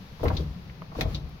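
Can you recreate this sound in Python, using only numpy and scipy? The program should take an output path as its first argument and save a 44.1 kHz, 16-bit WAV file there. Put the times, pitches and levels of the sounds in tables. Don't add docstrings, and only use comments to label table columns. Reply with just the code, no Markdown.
import sys
import numpy as np
from scipy import signal
from scipy.fft import rfft, irfft, next_fast_len
from scipy.io import wavfile

SR = 44100
rng = np.random.default_rng(int(sys.argv[2]) if len(sys.argv) > 2 else 0)


def put_to_file(sound):
    columns = np.atleast_2d(sound).T
    safe = np.clip(columns, -1, 1)
    whole_steps = np.round(safe * 32767)
    wavfile.write(sys.argv[1], SR, whole_steps.astype(np.int16))


N = 61739


def amp(db):
    return 10 ** (np.asarray(db) / 20)


def curve_at(points, hz):
    freqs, values = np.transpose(points)
    return np.interp(np.log(hz + 1), np.log(freqs + 1), values)


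def filtered(x, gain):
    size = next_fast_len(N + SR // 4)
    hz = np.fft.rfftfreq(size, 1 / SR)
    return irfft(rfft(x, size) * gain(hz), size)[..., :N]


def above(hz, edge_hz, order):
    return 1 / np.sqrt(1 + (edge_hz / (hz + 1)) ** (2 * order))


def since(start):
    return np.maximum(np.arange(N) / SR - start, 0)


def fade(t, attack, t60):
    return (1 - np.exp(-t / attack)) * amp(-60 * t / t60)


def pan(db):
    return amp([[db], [-db]])


# f/Hz, likeness (1 = the same)
LIKENESS = [(60, 0.93), (150, 0.95), (380, 0.79), (950, 0.022), (2400, -0.19), (6000, 0.019)]
def spread(hz):
    return np.arccos(curve_at(LIKENESS, hz)) / 2


def noise(gain):
    white = rng.standard_normal((2, N))
    mid, side = filtered(white, lambda hz: gain(hz) * np.array([np.cos(spread(hz)), np.sin(spread(hz))]))
    stereo = np.array([mid + side, mid - side])
    return stereo / np.sqrt(np.mean(stereo ** 2) + 1e-20)


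def ring(tones, t, attack, gain):
    out = np.zeros((2, N))
    for hz, db, t60 in tones:
        phase = spread(hz) * rng.choice([-1, 1]) * np.array([[1], [-1]])
        level = gain(hz) * amp(db + rng.normal(0, 1))
        out += level * fade(t, attack, t60) * np.sin(2 * np.pi * hz * t + phase)
    return out


# f/Hz, level/dB
RUMBLE_TONE = [(20, 0), (40, -0.5), (110, -3.5), (150, 3), (182, -0.5), (215, -6), (300, -20.5), (500, -21),
               (900, -26.5), (2000, -82)]
def rumble(throb_db=2, period_s=0.1115, first_peak_s=0.016):
    throb = np.cos(2 * np.pi * (since(0) - first_peak_s) / period_s)
    return amp(-45 + throb_db * throb) * noise(lambda hz: amp(curve_at(RUMBLE_TONE, hz))) * pan(0.74)


# f/Hz, level/dB
HISS_TONE = [(200, 9), (600, 1.5), (1000, 3.5), (1600, -3.5), (3000, -7), (4500, -4.5), (6300, -14),
             (7400, -33), (8500, -51), (10000, -24), (12500, -20), (16000, -23)]
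# f/Hz, level/dB
HISS_LEAN = [(380, 1), (950, 1), (2400, 7), (6000, -0.5), (15000, 0.5)]
def steady_hiss():
    hiss = amp(-53) * noise(lambda hz: amp(curve_at(HISS_TONE, hz)))
    return filtered(hiss, lambda hz: amp(np.outer([1, -1], curve_at(HISS_LEAN, hz))))


# f/Hz, level/dB
FIZZ_TONE = [(2000, 3), (4500, 1), (6500, -7.5), (8300, -22), (11500, -11), (15500, -13)]
# t/s, level/dB
FIZZ_SWELLS = [(.17, -57.5), (0.227, -51.5), (.237, -44), (.268, -49), (.315, -55), (0.338, -48.5),
               (.41, -50), (.46, -57), (.92, -65), (.96, -52.5), (1.003, -43.5), (1.057, -63), (1.085, -52),
               (1.15, -48.5), (1.22, -63)]
def fizz():
    level_db = np.interp(since(0), *np.transpose(FIZZ_SWELLS))
    return amp(level_db) * noise(lambda hz: amp(curve_at(FIZZ_TONE, hz))) * pan(1.5)


# t/s, level/dB, f/Hz, t60/s
PANEL_BOOMS = [(.004, -37, 193.8, 0.2), (0.121, -31.5, 139, 0.074), (0.218, -14, 83, 0.027),
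               (0.244, -22, 54.3, 0.21), (0.257, -15.5, 141, 0.05), (0.27, -19.5, 88.4, 0.24),
               (.322, -25.5, 73.1, 0.22), (0.384, -16, 70, 0.13), (0.405, -21.5, 157, 0.094),
               (0.447, -25, 75, 0.19), (0.456, -28, 149.6, 0.18), (0.505, -24.5, 65.3, 0.12),
               (0.562, -30.5, 177.5, 0.15), (0.689, -36, 59.6, 0.2), (0.806, -35.5, 174.5, 0.2),
               (0.966, -29, 51, 0.2), (0.995, -25, 98, 0.099), (1.019, -30, 46.5, 0.87),
               (1.029, -34, 235, 0.41), (1.04, -28, 97.8, 0.35), (1.078, -33.5, 52, 0.19),
               (1.123, -28.5, 64.2, 0.48), (1.139, -33, 148.2, 0.47), (1.238, -30, 70.4, 0.23)]
def panel_booms(attack_s=0.0021):
    out = np.zeros(N)
    for start, db, hz, t60 in PANEL_BOOMS:
        t = since(start)
        out += amp(db) * fade(t, attack_s, t60) * np.sin(2 * np.pi * hz * t)
    return out


# t/s, level/dB, top f/Hz, bottom f/Hz, t60/s
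BUSH_SLIPS = [(0.196, -41, 1250, 655, 0.053), (.206, -38.5, 1150, 300, 0.082),
              (.2318, -22.5, 750, 243, 0.098), (.234, -28.5, 1040, 674, 0.037),
              (0.2426, -29.5, 760, 413, 0.025), (0.253, -20.5, 540, 292, 0.059),
              (0.2562, -27, 1282, 883, 0.082), (0.255, -41, 2338, 1847, 0.21),
              (.2825, -30.5, 2120, 1830, 0.028), (.302, -27, 1130, 858, 0.06), (.303, -33, 700, 510, 0.063),
              (.3115, -28.5, 1076, 571, 0.072), (0.396, -32.5, 600, 240, 0.079),
              (.697, -44, 2730, 1416, 0.059), (0.8195, -33, 1386, 703, 0.024),
              (0.82, -44.5, 2980, 1300, 0.014), (0.917, -40.5, 1210, 560, 0.077),
              (0.951, -34, 1183, 745, 0.069), (0.966, -32.5, 340, 209, 0.076),
              (0.9862, -27, 692, 309, 0.056), (.997, -36, 780, 590, 0.08), (1.0115, -31, 880, 557, 0.12),
              (1.0556, -34, 937, 420, 0.088), (1.066, -40.5, 750, 505, 0.04),
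              (1.148, -42.5, 438, 201, 0.11)]
# f/Hz, level/dB, t60/s
ARM_TONES = [(312, 2, 0.4), (471.2, 0, 0.32), (501, -0.5, 0.98), (539, -4, 0.22), (636.7, 3.5, 0.13),
             (729, -10, 0.11), (859, -14.5, 0.9), (969, -1, 0.12), (1109, -3.5, 0.16), (1340, -9, 0.2)]
def bush_knocks(rise_cycles=0.6):
    out = np.zeros((2, N))
    for start, db, top_hz, bottom_hz, t60 in BUSH_SLIPS:
        t = since(start)
        band = lambda hz: above(hz, bottom_hz, order=2.34) * above(top_hz, hz, order=4.57)
        note_hz = np.sqrt(bottom_hz * top_hz)
        attack = rise_cycles / note_hz
        burst = amp(-3) * noise(band) * fade(t, attack, t60)
        hollow = ring([(note_hz, -1.5, t60)], t, attack, np.ones_like)
        damping = amp(-60 * t / (2.8 * t60))
        arm = amp(-5) * ring(ARM_TONES, t, attack, band) * damping
        out += amp(db) * (burst + hollow + arm)
    return out * pan(1.47)


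# t/s, level/dB, bottom f/Hz, top f/Hz, attack/s,
# t60/s
METAL_HITS = [(0.234, -44.5, 9600, 16000, 0.0024, 0.086), (0.2806, -35, 1800, 16100, 0.00095, 0.053),
              (0.349, -45, 2950, 7000, 0.0024, 0.025), (0.3671, -28.5, 2900, 6000, 0.0015, 0.063),
              (.402, -45, 3120, 9050, 0.0031, 0.044), (1.0097, -24, 1150, 18000, 0.000053, 0.061),
              (1.1459, -29, 2970, 6300, 0.002, 0.066), (1.2895, -59, 8980, 16000, .001, 0.06)]
# f/Hz, level/dB
CLATTER_TONE = [(700, -14), (1350, 5.5), (1600, 1), (2200, 8), (2900, -2), (3800, 7.5), (4800, -3),
                (6300, -6.5), (8000, -24), (12000, -15), (16000, -13)]
# f/Hz, level/dB, t60/s
BOLT_TONES = [(1317, 7.5, 0.024), (1870, 12, 0.015), (2260, 0.5, 0.091), (2500, 3, 0.065),
              (3320, -4.5, 0.16), (3724, -2.5, 0.031), (4210, 4, 0.064), (4702, 4, 0.051)]
def metal_clicks(crack_s=0.00017):
    out = np.zeros((2, N))
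    for start, db, bottom_hz, top_hz, attack, t60 in METAL_HITS:
        t = since(start)
        band = lambda hz: above(hz, bottom_hz, order=7.6) * above(top_hz, hz, order=7.6)
        crack = 1 + amp(2) * np.exp(-t / crack_s)
        clatter = noise(lambda hz: band(hz) * amp(curve_at(CLATTER_TONE, hz))) * fade(t, attack, t60)
        bolt = amp(-12) * ring(BOLT_TONES, t, attack, band)
        out += amp(db) * (crack * clatter + bolt)
    return out * pan(1.5)


# t/s, level/dB, t60/s
SHUDDERS = [(0.234, -21, 0.83), (0.983, -26.5, 1)]
# f/Hz, level/dB
SHUDDER_TONE = [(20, -5.5), (40, 3), (75, 3.5), (105, 1), (130, -2.5), (200, -8.5), (235, -8), (300, -14),
                (600, -21.5), (1200, -25.5), (3000, -65)]
def shudders(attack_s=0.011):
    tone = lambda hz: amp(curve_at(SHUDDER_TONE, hz))
    return sum(amp(db) * fade(since(start), attack_s, t60) * noise(tone) for start, db, t60 in SHUDDERS)


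def echo(x):
    tail = noise(np.ones_like) * fade(since(0), attack=0.0049, t60=0.17)
    tail /= np.linalg.norm(tail[0])
    return signal.fftconvolve(x, tail, axes=1)[:, :N]


def scene():
    joint = bush_knocks() + metal_clicks()
    joint_echo = amp(-12.5) * echo(joint)
    body = (panel_booms() + shudders()) * pan(1.44)
    return joint + joint_echo + body + fizz() + rumble() + steady_hiss()


def record(dry, low_cut_hz=22, top_hz=16100):
    return filtered(dry, lambda hz: (hz < top_hz) * above(hz, low_cut_hz, order=1.5))


dry = scene()
out = record(dry)
put_to_file(out)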